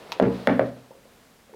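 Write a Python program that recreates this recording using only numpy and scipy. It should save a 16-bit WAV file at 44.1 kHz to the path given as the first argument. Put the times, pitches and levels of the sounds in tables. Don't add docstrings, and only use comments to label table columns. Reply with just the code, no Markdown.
import sys
import numpy as np
from scipy import signal
from scipy.fft import rfft, irfft
from scipy.io import wavfile
from scipy.ndimage import uniform_filter1d, minimum_filter1d

SR = 44100
rng = np.random.default_rng(int(sys.argv[2]) if len(sys.argv) > 2 else 0)


def invert_db(level):
    return 10 ** (np.asarray(level, dtype=float) / 20)


def store_wav(level_fs):
    pcm = np.round(np.clip(np.atleast_2d(level_fs), -1, 1) * 32767)
    wavfile.write(sys.argv[1], SR, pcm.T.astype(np.int16))


N = 68355


def unit(x):
    return x / np.sqrt(np.mean(x ** 2))


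def coloured(points):
    hz, db = np.array(points).T
    f = np.maximum(np.fft.rfftfreq(N, 1 / SR), 1)
    gain = invert_db(np.interp(np.log(f), np.log(hz), db))
    return unit(irfft(rfft(rng.standard_normal(N)) * gain, N))


def walk(rate):
    k = int(SR / rate)
    steps = np.repeat(rng.standard_normal(N // k + 1), k)
    return unit(uniform_filter1d(uniform_filter1d(steps, k), k)[:N])


def decay(age, t60):
    return np.exp(-np.log(1000) * age / t60)


def ring(start, hz, db, t60, rise=1e-4, phase=0.):
    age = np.maximum(np.arange(N) / SR - start, 0)
    swell = (1 - np.exp(-age / rise)) ** 2
    return invert_db(db) * swell * decay(age, t60) * np.sin(2 * np.pi * hz * age + phase)


def modal_hits(hits, modes, trim_db=0):
    return sum((-1) ** k * ring(start, hz, db + trim_db + mode_db, t60)
               for start, db in hits for k, (hz, mode_db, t60) in enumerate(modes))


def bursts(rows, colour, rise):
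    envelope = np.zeros(N)
    for start, db, t60 in rows:
        age = np.maximum(np.arange(N) / SR - start, 0)
        envelope += invert_db(db) * (1 - np.exp(-age / rise)) * decay(age, t60)
    return coloured(colour) * envelope


# f/Hz, level/dB
ROOM_TONE_COLOUR = [(12, -41), (20, -5.5), (71, -8), (108, -8), (244, -1.5), (314, -8.5), (506, -7),
                    (15200, -27.5), (16500, -35)]


def room_tone():
    return invert_db(-56 + .5 * walk(7.64)) * coloured(ROOM_TONE_COLOUR)


# t/s, dull rub level/dB, fine hiss level/dB
RUSTLE = [
    (0, -50.5, -72),
    (0.102, -44.5, -67.5),
    (.2, -48.5, -75),
    (.35, -42.5, -65.5),
    (.45, -43.5, -64.5),
    (.55, -46.5, -66.5),
    (.65, -48.5, -67),
    (.8, -55, -93),
]
# f/Hz, level/dB
RUB_COLOUR = [(59, -64), (100, -7), (269, -5.5), (410, 3.5), (521, 4), (1380, -8), (4450, -14.5),
              (8000, -34.5), (10400, -81), (17600, -120)]
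STILL_S = (.8, .95)


def rustle():
    t = np.arange(N) / SR
    times, rub_db, hiss_db = np.array(RUSTLE).T
    flicker_db = 1.3
    hiss_noise = coloured([(4450, -14), (9650, 0), (14850, -10)])
    rub = invert_db(np.interp(t, times, rub_db) + flicker_db * walk(30)) * coloured(RUB_COLOUR)
    hiss = invert_db(np.interp(t, times, hiss_db) + flicker_db * walk(47)) * hiss_noise
    return np.interp(t, STILL_S, (1, 0)) * (rub + hiss)


# f/Hz, level/dB, T60/s
CRACK_MODES = [(1430, 5, 0.004), (1854, 1, 0.0074), (2257, -10, .010)]


def knock(start, db, crack_db, hz, contact):
    shell = -ring(start, hz, db, 0.02, contact)
    hollow = ring(start, 0.4245 * hz, db - 14, 0.057, 7.0 * contact)
    crack = sum((-1) ** k * ring(start, f, crack_db + mode_db, t60, .6 * contact)
                for k, (f, mode_db, t60) in enumerate(CRACK_MODES))
    return shell + hollow + crack


# t/s, knock level/dB, crack level/dB, f/Hz
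TAPS = [(0.024, -33, -72, 500), (0.148, -58, -57, 850), (0.165, -26.5, -77, 415), (0.385, -34, -68, 880),
        (0.907, -27.5, -54, 520), (0.914, -33, -60, 890), (0.952, -35.5, -70, 520), (0.974, -43, -70, 445),
        (1.054, -34, -76, 520), (1.327, -46, -80, 250), (1.494, -34.5, -61, 544), (1.503, -58, -46, 516),
        (1.530, -29.5, -56, 430), (1.537, -33, -41, 884), (1.544, -27, -60, 457)]


def taps():
    return sum(knock(*row, contact=.0011) for row in TAPS)


# delay t/s, level/dB
ECHOES = [
    (.0062, -30),
    (.0150, -16),
    (.0225, -12.5),
    (.031, -46),
    (.037, -52),
]
# f/Hz, level/dB, T60/s
TAIL = [(250, -28, 0.41), (500, -31, 0.34), (1020, -33.5, 0.31), (2160, -35.5, 0.29), (4000, -42, 0.36),
        (8000, -43, 0.1)]


def room(x):
    t = np.arange(N) / SR
    response = np.zeros(N)
    for delay, db in ECHOES:
        response[int(delay * SR)] += invert_db(db)
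    wall_absorption = signal.butter(2, 1610, fs=SR, output="sos")
    response = signal.sosfilt(wall_absorption, response)
    build_up = 1 - np.exp(-(t / 0.011) ** 2)
    for hz, db, t60 in TAIL:
        band = coloured([(hz / 3, -40), (hz / 1.4, 0), (hz * 1.4, 0), (hz * 3, -40)])
        response += invert_db(db) * np.sqrt(hz / SR) * band * decay(t, t60) * build_up
    return signal.fftconvolve(x, response)[:N]


# t/s, level/dB, T60/s
SNAPS = [
    (0.1195, -24, .007),
    (0.127, -42, .12),
    (0.1990, -38, .007),
    (0.2256, -34, .010),
    (0.326, -44, .008),
    (0.4726, -16, .006),
    (0.5942, -48, .005),
]
# f/Hz, level/dB
SNAP_COLOUR = [(1500, -25), (3000, 7), (5000, -1), (7000, -8.5), (10000, -14.5), (14500, -23), (17000, -42)]


def snaps():
    return bursts(SNAPS, SNAP_COLOUR, rise=.00015)


# t/s, level/dB
TICKS = [
    (0.12, -17.5),
    (0.1252, -20.5),
    (0.1255, -29.5),
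    (0.13, -33),
]
# f/Hz, level/dB, T60/s
TICK_MODES = [(915, 7, .016), (1350, 4, .008), (1820, 2, .007), (2550, 6, .009), (3100, 1, .007),
              (3750, 7, .006), (4500, 4, .006), (5300, 4, .006), (6500, -4, .005), (12200, -9, .004),
              (14300, -7, .004)]


def ticks():
    return modal_hits(TICKS, TICK_MODES, trim_db=-10.5)


# t/s, knock level/dB, crack level/dB, table level/dB, f/Hz
THUMPS = [
    (0.1987, -0.5, -17.5, -9.5, 605),
    (0.2250, -3.5, -25, -9.5, 394),
    (0.2634, -9, -51, -13, 256),
    (0.4726, 1.5, -0.5, -5.5, 564.4),
    (0.5940, 0.5, -11.5, -14.5, 575),
]


def thumps():
    return sum(knock(start, db, crack_db, hz, contact=.00045) for start, db, crack_db, _, hz in THUMPS)


# t/s, table level/dB
REBOUNDS = [
    (0.299, -25.5),
    (0.324, -27),
    (0.506, -16),
    (0.631, -35),
    (.675, -48),
]
# f/Hz, level/dB, T60/s
TABLE_MODES = [(162.8, -21.5, 0.96), (189.34, -5, 0.41), (239.8, -3.5, 0.46), (263.83, -5, 0.47),
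               (282.9, -2, 0.24), (320.6, -9.5, 0.18), (385.7, -1.5, 0.24), (464, -3, 0.38),
               (543.3, -5, .3), (622, -27, 0.38), (695.6, -24.5, 0.1), (778.4, -7, 0.14), (861, -14, 0.23),
               (983, -21, 0.35)]


def table():
    blows = [(row[0], row[3]) for row in THUMPS] + REBOUNDS
    bloom_cycles, scatter_db, detune = 2.25, 3.5, 0.0058
    out = np.zeros(N)
    for start, blow_db in blows:
        for hz, mode_db, t60 in TABLE_MODES:
            level, phase, pitch = rng.standard_normal(3)
            db = blow_db - 11 + mode_db + scatter_db * level
            out += ring(start, hz * (1 + detune * pitch), db, t60, bloom_cycles / hz, np.pi * phase)
    return out


# t/s, level/dB
EDGES = [
    (0.1990, -30),
    (0.225, -36.5),
    (0.4721, -12.5),
    (0.5954, -33.5),
]
# f/Hz, level/dB, T60/s
EDGE_MODES = [(2740, 1.5, 0.0087), (3400, 1, 0.0082), (4200, -3, .006), (4980, -8, 0.0044),
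              (6050, -16, 0.0026), (8400, -17.5, .004), (11500, -19, .003)]


def edges():
    return modal_hits(EDGES, EDGE_MODES)


# t/s, level/dB, T60/s
SCUFFS = [
    (.200, -32, 0.12),
    (.228, -29.5, 0.28),
    (.476, -30, 0.4),
    (.596, -39.5, .25),
]
# f/Hz, level/dB
SCUFF_COLOUR = [(600, -3), (1100, 9), (2300, -0.5), (4000, -24), (8000, -60)]


def scuffs():
    return bursts(SCUFFS, SCUFF_COLOUR, rise=.004) * invert_db(2 * walk(200))


# t/s, lower mode level/dB, upper mode level/dB
BOOMS = [
    (.200, -35, -33),
    (0.242, -39.5, -27),
    (.285, -41.5, -41),
    (0.477, -37, -28.5),
    (.60, -39, -27),
    (0.652, -43, -42),
]
BOOM_HZ = (70, 124.5)
BOOM_T60_S = (.4, .62)


def boom():
    return sum(ring(start, hz, db, t60, rise=.8 / hz)
               for start, *levels in BOOMS for db, hz, t60 in zip(levels, BOOM_HZ, BOOM_T60_S))


def scene():
    hits = taps() + snaps() + ticks() + thumps() + edges()
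    background = room_tone()
    struck = hits + room(hits) + table() + boom()
    struck_low_cut = signal.butter(3, 59, "high", fs=SR, output="sos")
    mix = signal.sosfilt(struck_low_cut, struck) + scuffs() + rustle() + background
    return mix[None]


def band_limit(x):
    return signal.sosfilt(signal.butter(12, 16650, fs=SR, output="sos"), x)


def record(dry):
    ceiling = .527
    gain = minimum_filter1d(ceiling / np.maximum(np.abs(dry), ceiling), size=89)
    mix = dry * uniform_filter1d(gain, size=45)
    return band_limit(mix)


dry = scene()
out = record(dry)
store_wav(out)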